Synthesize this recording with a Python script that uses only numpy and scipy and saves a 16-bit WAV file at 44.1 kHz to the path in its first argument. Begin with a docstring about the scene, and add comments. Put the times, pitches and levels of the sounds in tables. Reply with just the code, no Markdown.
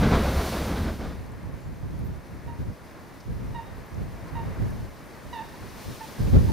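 """First strong wind roars, the same in both ears, then cross-fades over about a second into quieter,
wider wind that buffets the microphone. Far trees rush, dry grass hisses and ticks, and a small bird
trills once, very faintly. Swans give six short, falling toots across a winter pond, and the banks and
trees scatter them back. The wind is shaped noise; each toot is a tone shaped by the swan's throat."""
import sys
import numpy as np
from scipy import signal
from scipy.fft import rfft, irfft
from scipy.io import wavfile
from scipy.ndimage import uniform_filter1d

SR = 44100
rng = np.random.default_rng(int(sys.argv[2]) if len(sys.argv) > 2 else 0)


def transcribe(u):
    """Save the signal u as a 16-bit wav file named by the first command-line argument.

    u: samples, shape (n,) or (channels, n), limited to [-1, 1]; the rate is SR.
    q: integer samples, one column per channel.
    """
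    v = np.clip(np.atleast_2d(u).T, -1, 1)
    q = np.round(v * 32767).astype(np.int16)
    wavfile.write(sys.argv[1], SR, q)


N = 287532
TIME = np.arange(N) / SR
FREQ = np.arange(N // 2 + 1) * SR / N

# How the wind sounds rise and fall. Each row: time in seconds, relative level in dB.
TREE_LEVELS = [(1.3, -55.5), (1.54, -56.5), (2.06, -57.5), (4.18, -54), (4.52, -51), (4.82, -54.5),
               (6.2, -52.5)]
GRASS_LEVELS = [(0.0, -45), (0.05, -47), (0.49, -41.5), (0.83, -49), (1.3, -63.5), (4.51, -60),
                (4.6, -57.5), (5.03, -59.5), (5.65, -56), (5.83, -51), (6.41, -51), (6.5, -50.5)]
DRAUGHT_LEVELS = [(1.2, -40), (2.2, -52.5), (6.5, -51)]  # the light air between puffs
# The strong opening wind. Each row: time in seconds, relative rumble and roar levels in dB.
OPENING_LEVELS = [(0.0, -20, -36), (0.032, -17, -27), (0.092, -22, -28), (0.152, -18, -25.5),
                  (0.232, -25.5, -30.5), (0.394, -23, -32), (0.448, -32, -33.5), (0.704, -28.5, -35),
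                  (0.884, -26, -37), (0.982, -40, -49), (1.014, -30.5, -37), (1.1, -37, -42),
                  (1.15, -35, -44.5)]
# Puffs of wind on the microphone. Each row: start and length in seconds, level in dB, lean left in dB.
WIND_PUFFS = [(1.41, 0.16, -38, -3.5), (1.623, 0.19, -40, -2), (1.79, 0.29, -36.5, -1.5),
              (1.995, .22, -34, -1.5), (2.286, 0.16, -39.5, 2), (2.433, 0.17, -34, 1),
              (2.58, 0.08, -25, -2), (2.638, .13, -32.5, -1.5), (3.242, 0.38, -35, -2),
              (3.616, 0.27, -43.5, -3), (3.901, 0.29, -36, -1), (4.085, 0.25, -42.5, -1.5),
              (4.299, 0.63, -36, 0.5), (4.447, 0.097, -28, -1), (4.583, 0.12, -25.5, -2),
              (5.243, 0.073, -42, -7), (5.592, .12, -41, -3), (5.842, 0.14, -38, 3),
              (6.18, 0.56, -23.5, -1), (6.307, 0.16, -13, 0.5)]
# Dry stalks ticking. Each row: start and fade time in seconds, centre frequency in Hz, level in dB.
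STALK_TICKS = [(1.316, 0.013, 8500, -61), (2.040, 0.056, 13500, -61), (3.201, 0.014, 5300, -54.5),
               (3.863, .008, 12500, -59), (3.942, 0.0074, 6000, -58), (4.287, .012, 4400, -58),
               (4.703, .008, 9500, -57)]

# A colour says how strong the lows and highs are. Each row: frequency in Hz, relative level in dB.
LEAF_COLOUR = [(20, -25), (70, -17), (140, 2.5), (250, 3.5), (400, 0.5), (600, -0.5), (780, -3.5),
               (1000, -3), (1350, -8), (1750, -7.5), (2250, -12), (2800, -20.5), (4500, -36), (9000, -75)]
HISS_COLOUR = [(1000, -11), (2200, 2), (3200, -0.5), (4300, 1), (5400, -0.5), (6500, -3), (7300, -7.5),
               (8700, -7), (9500, -4.5), (11500, -8), (14000, -6.5), (16000, -8.5)]
PUFF_COLOUR = [(15, -50), (30, -3.5), (58, 1), (85, 1.5), (120, -0.5), (170, -7), (240, -11.5), (330, -18),
               (500, -23.5), (800, -37.5), (1500, -54), (4000, -111)]
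WIND_RUMBLE_COLOUR = [(15, -24), (30, -1), (45, -12), (68, 2.5), (105, -9.5), (150, -8), (195, -5.5),
                      (280, -12.5), (420, -23), (900, -66)]
WIND_ROAR_COLOUR = [(150, -25), (300, 3), (420, 2.5), (540, 2), (750, -2), (1100, -4.5), (1250, -6.5),
                    (1480, -6), (1750, -10.5), (2150, -11.5), (2700, -18), (4000, -18.5), (7000, -32.5),
                    (15000, -72)]
BANK_COLOUR = [(900, -3), (1850, 6), (2800, 1.5), (3800, 6), (6000, -1)]  # makes the echoes brighter than the toots
THROAT_COLOUR = [(900, -1.5), (1850, -9), (2800, -12), (3750, -8.5), (4700, -21), (6500, -14)]

# Echoes from the water's edge and the banks. Each row: delay in seconds, relative level in dB.
BANK_ECHOES = [(0.024, -11), (0.049, -18), (0.076, -20), (.112, -16), (0.188, -24)]
# The swans' toots. Each row: start and length in seconds, first pitch and the pitch it sinks toward
# in Hz, fall time in seconds, relative level in dB, dB lost per overtone at mid-toot, rasp (0 is none).
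TOOTS = [(2.474, 0.075, 944, 927, 0.044, -42, 9, 0), (3.543, 0.098, 958, 917.5, 0.025, -37, 7, 0),
         (4.351, 0.093, 942, 912, 0.03, -36.5, 8, 0), (5.327, 0.13, 957, 895, 0.0343, -35.5, 5, .045),
         (6.005, .056, 905, 880, 0.022, -36.5, 8, 0), (6.483, 0.039, 892, 880, .02, -36.5, 8, 0.07)]


def undb(db):
    """Turn decibels (dB) into a number to multiply a sound by."""
    return 10 ** (np.asarray(db) / 20)


def curve(rows, column=1):
    """Join one column of a table with straight lines over time."""
    rows = np.array(rows)
    return np.interp(TIME, rows[:, 0], rows[:, column])


def colour(points, hz):
    """Look up how strongly a colour lets each frequency through."""
    point_hz, db = np.transpose(points)
    return undb(np.interp(np.log(hz + 1), np.log(point_hz), db))


def tint(sound, points):
    """Give a sound a colour by turning its frequencies up or down."""
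    return irfft(rfft(sound) * colour(points, FREQ), N)


def noise(points, band_hz):
    """Coloured noise, scaled to a power of 1 inside the given band."""
    in_band = (FREQ > band_hz[0]) & (FREQ < band_hz[1])
    power = np.sum(colour(points, FREQ)[in_band] ** 2) / len(FREQ)
    return tint(rng.standard_normal(N), points) / np.sqrt(power)


def wobble(per_second):
    """A smooth random wander around zero, typically about 1 in size."""
    hold = max(int(SR / per_second), 2)
    steps = np.repeat(rng.standard_normal(N)[:N // hold + 1], hold)
    smooth = uniform_filter1d(uniform_filter1d(steps, hold), hold)[:N]
    return smooth / smooth.std()


def stereo(mid, side, pan_db):
    """Make left and right: mid is shared, side adds width, and a positive pan_db leans left."""
    return np.array([(mid + side) * undb(pan_db / 2), (mid - side) * undb(-pan_db / 2)])


def far_trees(side_db=-7, flicker_db=0.65, gain_db=-1.5):
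    """Wind in distant trees makes a soft, dull rush, faded in as the opening wind is faded out."""
    mid, side = (noise(LEAF_COLOUR, (1100, 1700)) for _ in range(2))
    fade_in = np.interp(TIME, [.6, 1.2], [0, 1])
    strength = undb(curve(TREE_LEVELS) + gain_db + flicker_db * wobble(6.9)) * fade_in
    return stereo(mid, undb(side_db) * side, pan_db=1.0) * strength


def grass(flicker_db=.5, gain_db=-0.97, pan_db=1.5):
    """Wind makes the grass hiss; a high, airy part is always wide, the rest widens in the cross-fade."""
    mid, side, air = (noise(HISS_COLOUR, (4200, 15000)) for _ in range(3))
    side = tint(side, [(3000, -14.0), (6000, -9.5), (8500, -2), (9800, -41)])
    air = tint(air, [(3800, -60), (5500, -15), (7500, -3), (9000, -5), (10000, -49), (15000, -27)])
    width = np.interp(TIME, [.8, 1.2], [0, 1])
    strength = undb(curve(GRASS_LEVELS) + gain_db + flicker_db * wobble(30))
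    return stereo(mid, width * side + air, width * pan_db) * strength


def rustle(per_second=14, decay_s=0.0048, size_db=3.5, db=-69):
    """Many small stalks tick at random, barely above the hiss."""
    hits = rng.random(N) < per_second / SR
    sizes = undb(size_db * np.minimum(rng.exponential(size=N), 3))
    fades = signal.lfilter([1], [1, -np.exp(-1 / (decay_s * SR))], hits * sizes)
    treble = noise([(2000, -20), (5000, -8), (11000, 16), (15000, -3)], (4200, 15000))
    return undb(db) * fades * treble


def stalks(band_width=0.26):
    """Larger dry stems tick, each with a brief, faint burst of high noise."""
    out = np.zeros(N)
    for start, fade_s, hz, db in STALK_TICKS:
        band = np.exp(-(np.log((FREQ + 1) / hz) / band_width) ** 2)
        burst = irfft(rfft(rng.standard_normal(N)) * band, N)
        age = np.maximum(TIME - start, 0) / fade_s
        out += undb(db) * burst / burst.std() * np.minimum(10 * age, 1) * np.exp(-age ** 2)
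    return out


def small_bird(hz=7300, start_s=1.57, length_s=0.13, trill_hz=24, db=-70):
    """A far-off bird trills: a thin whistle whose pitch swings quickly and blurs."""
    pitch = hz + 130 * np.sin(2 * np.pi * trill_hz * TIME) + 90 * wobble(700)
    age = np.clip((TIME - start_s) / length_s, 0, 1)
    swell = np.sqrt(np.abs(np.sin(np.pi * age)))
    return undb(db) * swell * np.sin(2 * np.pi * np.cumsum(pitch) / SR)


def eddies(points, span_s):
    """Swirling air rumbles; its level is evened out over span_s so the wind alone sets its strength."""
    rumble = noise(points, (25, 300))
    size = max(int(span_s * SR), 2)
    local_power = uniform_filter1d(uniform_filter1d(rumble ** 2, size), size)
    return rumble / np.sqrt(local_power)


def buffeting(rise_s=0.038, fall_s=0.088, flutter_db=2.0, side_db=1.0, roar_db=-45, roar_growth=1.02):
    """Swirls hit the microphone's two openings separately, in fluttering puffs over a light draught."""
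    mid, side = (eddies(PUFF_COLOUR, span_s=.04) for _ in range(2))
    side = tint(side, [(30, -17), (70, -1), (200, 2), (450, 0), (1500, 10.5)])
    power = stereo(undb(curve(DRAUGHT_LEVELS)), 0, pan_db=-1.0) ** 2
    for start, length, db, pan_db in WIND_PUFFS:
        push = np.clip(np.minimum((TIME - start) / rise_s, (start + length - TIME) / fall_s), 0, 1)
        power += stereo(push * undb(db), 0, pan_db) ** 2
    fade_in = np.interp(TIME, [.6, 1.2], [0, 1])
    strength = np.sqrt(power) * undb(flutter_db * wobble(45)) * fade_in
    # Harder puffs also roar; the roar reaches roar_db when the strength is -20 dB.
    roar = np.array([noise(WIND_ROAR_COLOUR, (400, 2000)) for _ in range(2)])
    roar = roar * undb(roar_db) * (strength / undb(-20)) ** roar_growth
    return stereo(mid, undb(side_db) * side, 0) * strength + roar


def opening_wind(flicker_db=1.2, roar_gain_db=-0.53):
    """Strong wind rumbles with a rough roar on top, the same in both ears, and is faded out."""
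    rumble = eddies(WIND_RUMBLE_COLOUR, span_s=0.073) * undb(curve(OPENING_LEVELS, column=1))
    roar = noise(WIND_ROAR_COLOUR, (400, 2000))
    roar *= undb(curve(OPENING_LEVELS, column=2) + flicker_db * wobble(68.4) + roar_gain_db)
    fade_out = np.interp(TIME, [1.1, 1.23], [1, 0])
    return (rumble + roar) * fade_out


def banks(sound, tail_s=0.91, tail_db=-13, build_s=0.048, side_db=-7, smear_s=0.00057):
    """The banks send back a few slightly smeared echoes; the trees add a soft, fading tail."""
    t = TIME[:SR]
    power = undb(-120 * t / tail_s) * np.minimum(t / build_s, 1) ** 2  # fades 60 dB in tail_s
    power *= undb(tail_db) ** 2 / power.sum()
    for delay, db in BANK_ECHOES:
        bump = np.exp(-((t - delay) / smear_s) ** 2)
        power += undb(db) ** 2 * bump / bump.sum()
    brighten = colour(BANK_COLOUR, np.fft.rfftfreq(SR, 1 / SR))
    echo_patterns = np.sqrt(power) * irfft(rfft(rng.standard_normal((2, SR))) * brighten, SR)
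    mid, side = (signal.fftconvolve(sound, pattern)[:N] for pattern in echo_patterns)
    return stereo(mid, undb(side_db) * side, pan_db=-0.29)


def swans(attack_s=0.0063, release_s=0.037, jitter=0.0032, shimmer_db=-2.0, mellow_db=7.0, harmonics=6):
    """Each toot is a tone with overtones that starts high and bright, then sags in pitch and mellows."""
    out = np.zeros(N)
    waver, grit, flutter = wobble(130), wobble(900), wobble(160)
    for start, length, high_hz, low_hz, fall_s, db, tilt_db, rasp in TOOTS:
        on = (TIME >= start) & (TIME < start + length)
        t = TIME[on] - start
        age = t / length
        hz = low_hz + (high_hz - low_hz) * np.exp(-(t / fall_s) ** 2)
        # Uneven vibration smears the overtones, more so late in a raspy toot.
        hz *= 1 + jitter * waver[on] + rasp * np.sqrt(age) * grit[on]
        phase = 2 * np.pi * np.cumsum(hz) / SR
        breath = np.minimum(t / attack_s, 1) * np.minimum((length - t) / release_s, 1)
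        loss_db = tilt_db + mellow_db * (age - .5)  # overtones weaken as the breath pressure drops
        tone = sum(colour(THROAT_COLOUR, k * hz) * undb(-loss_db * (k - 1)) * np.sin(k * phase)
                   for k in range(1, harmonics + 1))
        out[on] += np.sqrt(2) * breath * undb(db + shimmer_db * flutter[on]) * tone
    return out


def scene():
    """The swans call a little to the right, with their echoes and the wind all around."""
    toots = swans()
    wind = opening_wind() + buffeting() + far_trees() + grass()
    return stereo(toots, 0, pan_db=-5.5) + banks(toots) + wind + stalks() + small_bird() + rustle()


def record(dry, ceiling=.75, top_hz=15500):
    """The microphone rounds off the hardest buffets, and a steep filter cuts the highest treble."""
    rounded = dry / (1 + (dry / ceiling) ** 4) ** .25
    return signal.sosfilt(signal.ellip(10, .1, 80, top_hz, fs=SR, output="sos"), rounded)


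dry = scene()
out = record(dry)
transcribe(out)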